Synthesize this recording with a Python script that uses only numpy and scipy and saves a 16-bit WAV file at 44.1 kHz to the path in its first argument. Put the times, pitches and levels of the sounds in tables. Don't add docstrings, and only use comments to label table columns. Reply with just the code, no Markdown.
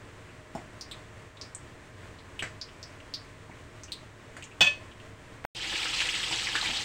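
import sys
import numpy as np
from scipy import signal
from scipy.fft import rfft, irfft, next_fast_len
from scipy.io import wavfile
from scipy.ndimage import uniform_filter1d, map_coordinates

SR = 44100
rng = np.random.default_rng(int(sys.argv[2]) if len(sys.argv) > 2 else 0)


def dump(signal):
    limited = np.clip(np.atleast_2d(signal).T, -1, 1)
    pcm = np.round(limited * 32767).astype(np.int16)
    wavfile.write(sys.argv[1], SR, pcm)


N = 301644
TIME = np.arange(N) / SR
AGE = np.arange(SR // 2) / SR
BREAK_S, FRY_START_S = 5.453, 5.549
TOP_HZ = 15800


# frequency in Hz, gain in dB.
FIZZ_EQ = [(120, -35.5), (200, -7.5), (236, -19.5), (340, -3.5), (393, -17), (499, -7), (633, -23.5),
           (774, -5), (1120, -11), (1520, -10.5), (3220, 1), (6000, -11.5), (8030, -17), (12500, -36.5),
           (15800, -32.5)]
def frying(coarse_db=-6.5, fine_db=-17, fizz_db=-4, spikiness=0.54):
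    coarse = amp(coarse_db) * crackle(count=1200, centre_hz=3210, spread=0.359)
    fine = amp(fine_db) * crackle(count=500, centre_hz=7930, spread=0.063)
    ticks = rng.standard_normal(N) * np.exp(spikiness * rng.standard_normal(N))
    fizz = amp(fizz_db) * unit_rms(coloured(patchy(ticks, depth_db=2.5), FIZZ_EQ))
    return amp(boil_db()) * (coarse + fine + fizz) * (TIME > FRY_START_S)


def crackle(count, centre_hz, spread, scatter_db=3):
    starts = rng.integers(int(FRY_START_S * SR), N, count)
    hz = np.clip(centre_hz * np.exp(spread * rng.standard_normal((count, 1))), 500, 12000)
    strength = amp(scatter_db * np.minimum(rng.exponential(size=(count, 1)), 4))
    offsets = np.arange(384)
    bubbles = strength * ping(hz, cycles=1.3, t=offsets / SR)
    shower = np.bincount((starts[:, None] + offsets).ravel(), bubbles.ravel(), N)[:N]
    shower = mic_colour(kitchen(shower, near_db=-3, room_db=-4.5))
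    return shower / np.std(shower[TIME > FRY_START_S])


def boil_db(steady_db=-31, waver_db=0.94, stir_db=2.5, settle_s=0.022):
    stir = sum((TIME > s) * np.exp(-np.abs(TIME - s) / settle_s) for s, _, _ in STEAM_POPS)
    return steady_db + swell_db() + stir_db * stir + waver_db * wobble(rate=30)


def swell_db(depth_db=8, rise_s=0.19):
    return depth_db * np.clip((TIME - FRY_START_S) / rise_s - 1, -1, 0)


# start in seconds, level in dB, pitch in Hz.
STEAM_POPS = [(5.757, -21.5, 2510), (5.814, -24, 2880), (5.93, -23, 2670), (6.004, -15.5, 2680),
              (6.089, -20, 2700), (6.231, -21, 2960), (6.326, -21, 2900), (6.5531, -16.5, 1550),
              (6.613, -18.5, 3800), (6.626, -27.5, 930), (6.658, -23, 2340), (6.7, -25, 2760)]
def steam_pops():
    out = np.zeros(N)
    lesser = scattered(FRY_START_S, TIME[-1], count=18, db=-25, scatter_db=2, hz=2900, octaves=0.28)
    for start, db, hz in list(STEAM_POPS) + lesser:
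        add(out, start, amp(db) * kitchen(ping(hz, cycles=0.89), near_db=0, room_db=-2.5))
    return out * amp(swell_db())


# start in seconds, level in dB, pitch in Hz,
# snap in dB relative to the tone.
OIL_SPITS = [(0.8109, -29.5, 4980, 1.5), (.9135, -32, 3630, 2), (1.4134, -28.5, 4970, -10),
             (1.549, -25, 8170, -16), (2.3927, -25, 2910, -5), (2.6139, -27, 4820, -8),
             (2.829, -31.5, 5140, -5), (3.1388, -23, 4680, -3.5), (3.8352, -32, 6230, -0.5),
             (3.92, -25.5, 3950, -1), (4.4245, -35, 2800, 2), (4.441, -34.5, 6860, -13)]
def oil_spits(beam_db_per_octave=5, faint_snap_db=-7):
    out = np.zeros(N)
    faint = scattered(0, BREAK_S, count=12, db=-44.5, scatter_db=1, hz=2670, octaves=0.39)
    for start, db, hz, snap_db in list(OIL_SPITS) + [(*row, faint_snap_db) for row in faint]:
        bright_snap = np.diff(snap(t60=0.003), prepend=0) / 2
        burst = ping(hz, cycles=1.07) + amp(snap_db) * bright_snap
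        drier_db = beam_db_per_octave * max(np.log2(hz / 4500), 0)
        spit = kitchen(burst, near_db=4.5 - drier_db, room_db=-3 - drier_db, near_t60=0.096)
        add(out, start, amp(db) * spit)
    return out


# start in seconds, ring level in dB,
# treble roll-off of the ring in Hz, clack level in dB.
BOWL_CONTACTS = [(4.6075, -13, 7000, 2.5), (4.6147, -13, 7000, -3.5), (4.6225, -22, 6000, -15.5),
                 (4.645, -44, 6000, -14.5), (4.665, -12, 2700, -17.5), (4.671, -19, 2600, -16)]
# pitch in Hz, level in dB, seconds for the after-ring to fall 60 dB.
BOWL_MODES = [(581, -25, 0.42), (1082, -22, 0.25), (1755, -21, 0.53), (2552, -1, 0.3), (2729, -14, 0.26),
              (3095, -14.5, 0.38), (3445, -3, 0.25), (3919, -21, 0.22), (4452, -15.5, 0.3),
              (5173, -25, 0.25), (5373, -16, 0.16), (6471, -24, 0.21), (7036, -31, 0.23), (7709, -30, 0.23),
              (8166, -23, 0.18), (9550, -44, 0.26)]
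# frequency in Hz, gain in dB.
CLACK_EQ = [(25, -14), (80, -17.5), (160, -12.5), (300, -25), (700, -14), (1100, -19.5), (2000, -16.5),
            (2500, -10), (3300, -7.5), (3800, -18.5), (6500, -22), (8200, -24.5), (9300, -39),
            (15500, -43.5)]
def china_bowl(damped_ratio=0.31, after_ring_db=-23, attack_s=0.0029, tilt_db_per_octave=1):
    rings, clacks = np.zeros(N), np.zeros(N)
    for hz, db, t60 in BOWL_MODES:
        damped = amp(-60 * AGE / (t60 * damped_ratio))
        after_ring = amp(after_ring_db - 60 * AGE / t60)
        strike = (damped + after_ring) * (1 - np.exp(-AGE / attack_s))
        envelope = np.zeros(N)
        for start, ring_db, rolloff_hz, _ in BOWL_CONTACTS:
            add(envelope, start, amp(ring_db) * strike / np.sqrt(1 + (hz / rolloff_hz) ** 4))
        tilt_db = tilt_db_per_octave * np.log2(min(hz, 4000) / 2500)
        rings += amp(db + tilt_db) * envelope * np.sin(2 * np.pi * (hz * TIME + rng.random()))
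    for start, _, _, clack_db in BOWL_CONTACTS:
        clack = coloured(snap(t60=0.014), CLACK_EQ)
        clack /= np.linalg.norm(clack)
        add(clacks, start, amp(clack_db) * kitchen(clack, near_db=6.5, room_db=4))
    return kitchen(rings, near_db=-22, room_db=-15) + clacks


# start in seconds, level in dB, pitch in Hz,
# then thud and snap, both in dB relative to the tone.
UTENSIL_KNOCKS = [(0.551, -31.5, 670, 2, -5.5), (2.424, -21.5, 1840, -13, -7.5), (3.495, -43, 815, 2, -30),
                  (4.367, -33, 1700, -13, -5.5), (6.311, -34, 765, -0.5, 1.5), (6.69, -36, 710, 4, -16)]
def utensil_knocks(bounce_s=0.017, bounce_db=-14):
    out = np.zeros(N)
    stove_thud = ping(hz=275, cycles=0.22)
    pan_ring = amp(-8) * ping(hz=625, cycles=0.46)
    for start, db, hz, thud_db, snap_db in UTENSIL_KNOCKS:
        for delay, touch_db in [(0, 0), (bounce_s, bounce_db)]:
            scuff = amp(snap_db) * snap(t60=0.016) / 2
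            blow = ping(hz, cycles=0.48) + scuff + amp(thud_db) * stove_thud + pan_ring
            add(out, start + delay, amp(db + touch_db) * kitchen(blow, near_db=2.5, room_db=3.5))
    return out


# frequency in Hz, gain in dB.
BURNER_EQ = [(20, -12.5), (50, -10), (65, -7), (105, -5.5), (190, -14.5), (350, -16.5), (520, -18),
             (800, -22), (1900, -20), (5000, -35.5), (8100, -34.5), (10000, -45.5), (13000, -56),
             (15800, -47)]
# centre in Hz, half-width in Hz, boost in dB.
STOVE_HOLLOWS = [(104, 4.3, 0), (287.4, 8, 8), (357.4, 3, 11.5), (452, 4.7, 11), (620, 17, 9),
                 (1048, 67, 4.5), (1800, 120, 1)]
def burner(level_db=-49, flutter_db=1, wok_side_db=-1.5, drone_db=-59, drone_hz=106):
    def response(f):
        boost_db = sum(db / (1 + ((f - hz) / width) ** 2) for hz, width, db in STOVE_HOLLOWS)
        return amp(curve_at(BURNER_EQ, f) + boost_db)

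    rush = unit_rms(filtered(rng.standard_normal(N), response))
    drone = amp(drone_db) * np.sqrt(2) * np.sin(2 * np.pi * drone_hz * TIME + 1.83 * wobble(rate=5.3))
    rush_db = level_db + flutter_db * wobble(rate=14) + wok_side_db * (TIME > FRY_START_S)
    return amp(rush_db) * rush + drone * (TIME < BREAK_S)


# pitch in Hz, rms level in dB.
HUM_TONES = [(42, -55.5), (60, -74), (120, -57.5), (338, -79)]
def appliance_hum(waver_radians=0.3):
    out = np.zeros(N)
    for hz, db in HUM_TONES:
        out += amp(db) * np.sqrt(2) * np.sin(2 * np.pi * hz * TIME + waver_radians * wobble(rate=5))
    return out * (TIME > FRY_START_S)


# frequency in Hz, seconds to fall 60 dB.
ROOM_DECAY = [(100, 0.19), (500, 0.18), (2000, 0.23), (5000, 0.28), (14000, 0.14)]
def kitchen(x, near_db, room_db, near_t60=0.029):
    hz, t, spectrum = signal.stft(rng.standard_normal(len(AGE)), SR, nperseg=256)
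    decay = amp(-60 * t / curve_at(ROOM_DECAY, hz)[:, None])
    tail = signal.istft(spectrum * decay, SR, nperseg=256)[1][:len(AGE)] * (AGE > 0.005)
    near = snap(near_t60) * (AGE > 0.0015)
    echoes = amp(near_db) * near / np.linalg.norm(near) + amp(room_db) * tail / np.linalg.norm(tail)
    return x + signal.fftconvolve(x, echoes)[:len(x)]


# frequency in Hz, gain in dB.
MIC_EQ = [(30, -1.5), (150, -3), (6500, 2.5), (8200, 5.5), (9500, -9.5), (12500, -20), (15500, -14)]
def mic_colour(x):
    return coloured(x, MIC_EQ)


def ping(hz, cycles, t=AGE):
    rise = t * hz / cycles
    return rise * np.exp(1 - rise) * np.sin(2 * np.pi * hz * t)


def snap(t60):
    return rng.standard_normal(len(AGE)) * amp(-60 * AGE / t60)


def scattered(start, end, count, db, scatter_db, hz, octaves):
    times = start + (end - start) * (np.arange(count) + rng.random(count)) / count
    size, pitch = rng.standard_normal((count, 2)).T
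    pitches = np.minimum(hz * 2 ** (octaves * pitch), TOP_HZ / 2)
    return list(zip(times, db + scatter_db * size, pitches))


def patchy(x, depth_db):
    spectrum = signal.stft(x, nperseg=256)[2]
    spots = uniform_filter1d(rng.standard_normal(spectrum.shape), size=6, axis=0)
    spots = uniform_filter1d(spots, size=7, axis=1)
    return signal.istft(spectrum * amp(depth_db * unit_rms(spots)), nperseg=256)[1][:len(x)]


def wobble(rate):
    return map_coordinates(rng.standard_normal(1024), [TIME * rate], mode="wrap")


def coloured(x, eq, size=4096):
    cepstrum = irfft(np.log(amp(curve_at(eq, np.fft.rfftfreq(size, 1 / SR)))))
    fold = np.r_[1, np.full(size // 2 - 1, 2), 1, np.zeros(size // 2 - 1)]
    impulse = irfft(np.exp(rfft(cepstrum * fold)))
    return signal.fftconvolve(x, impulse)[:len(x)]


def filtered(x, response):
    size = next_fast_len(len(x) + SR // 2)
    return irfft(rfft(x, size) * response(np.fft.rfftfreq(size, 1 / SR)), size)[:len(x)]


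def curve_at(points, hz):
    knots_hz, values = np.transpose(points)
    return np.interp(np.log(hz + 1), np.log(knots_hz + 1), values)


def amp(db):
    return 10 ** (np.asarray(db) / 20)


def unit_rms(x):
    return x / np.sqrt(np.mean(x ** 2) + 1e-20)


def add(track, start_s, sound):
    start = int(round(start_s * SR))
    track[start:start + len(sound)] += sound[:N - start]


def scene():
    hits = mic_colour(oil_spits() + utensil_knocks() + steam_pops())
    bed = burner() + appliance_hum()
    return (bed + hits + china_bowl() + frying())[None]


# start in seconds, level in dB, pitch in Hz.
BREAK_CLICKS = [(5.443, -28.5, 1880), (5.4496, -19.5, 700), (5.4511, -18, 1480)]
def record(dry):
    out = dry[0].copy()
    for start, db, hz in BREAK_CLICKS:
        click = ping(hz, cycles=0.27) + amp(-23.5) * snap(t60=0.0055)
        add(out, start, amp(db) * click)
    gate = (TIME < BREAK_S) | (TIME > FRY_START_S)
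    return filtered(out * gate, lambda hz: hz < TOP_HZ)[None]


dry = scene()
out = record(dry)
dump(out)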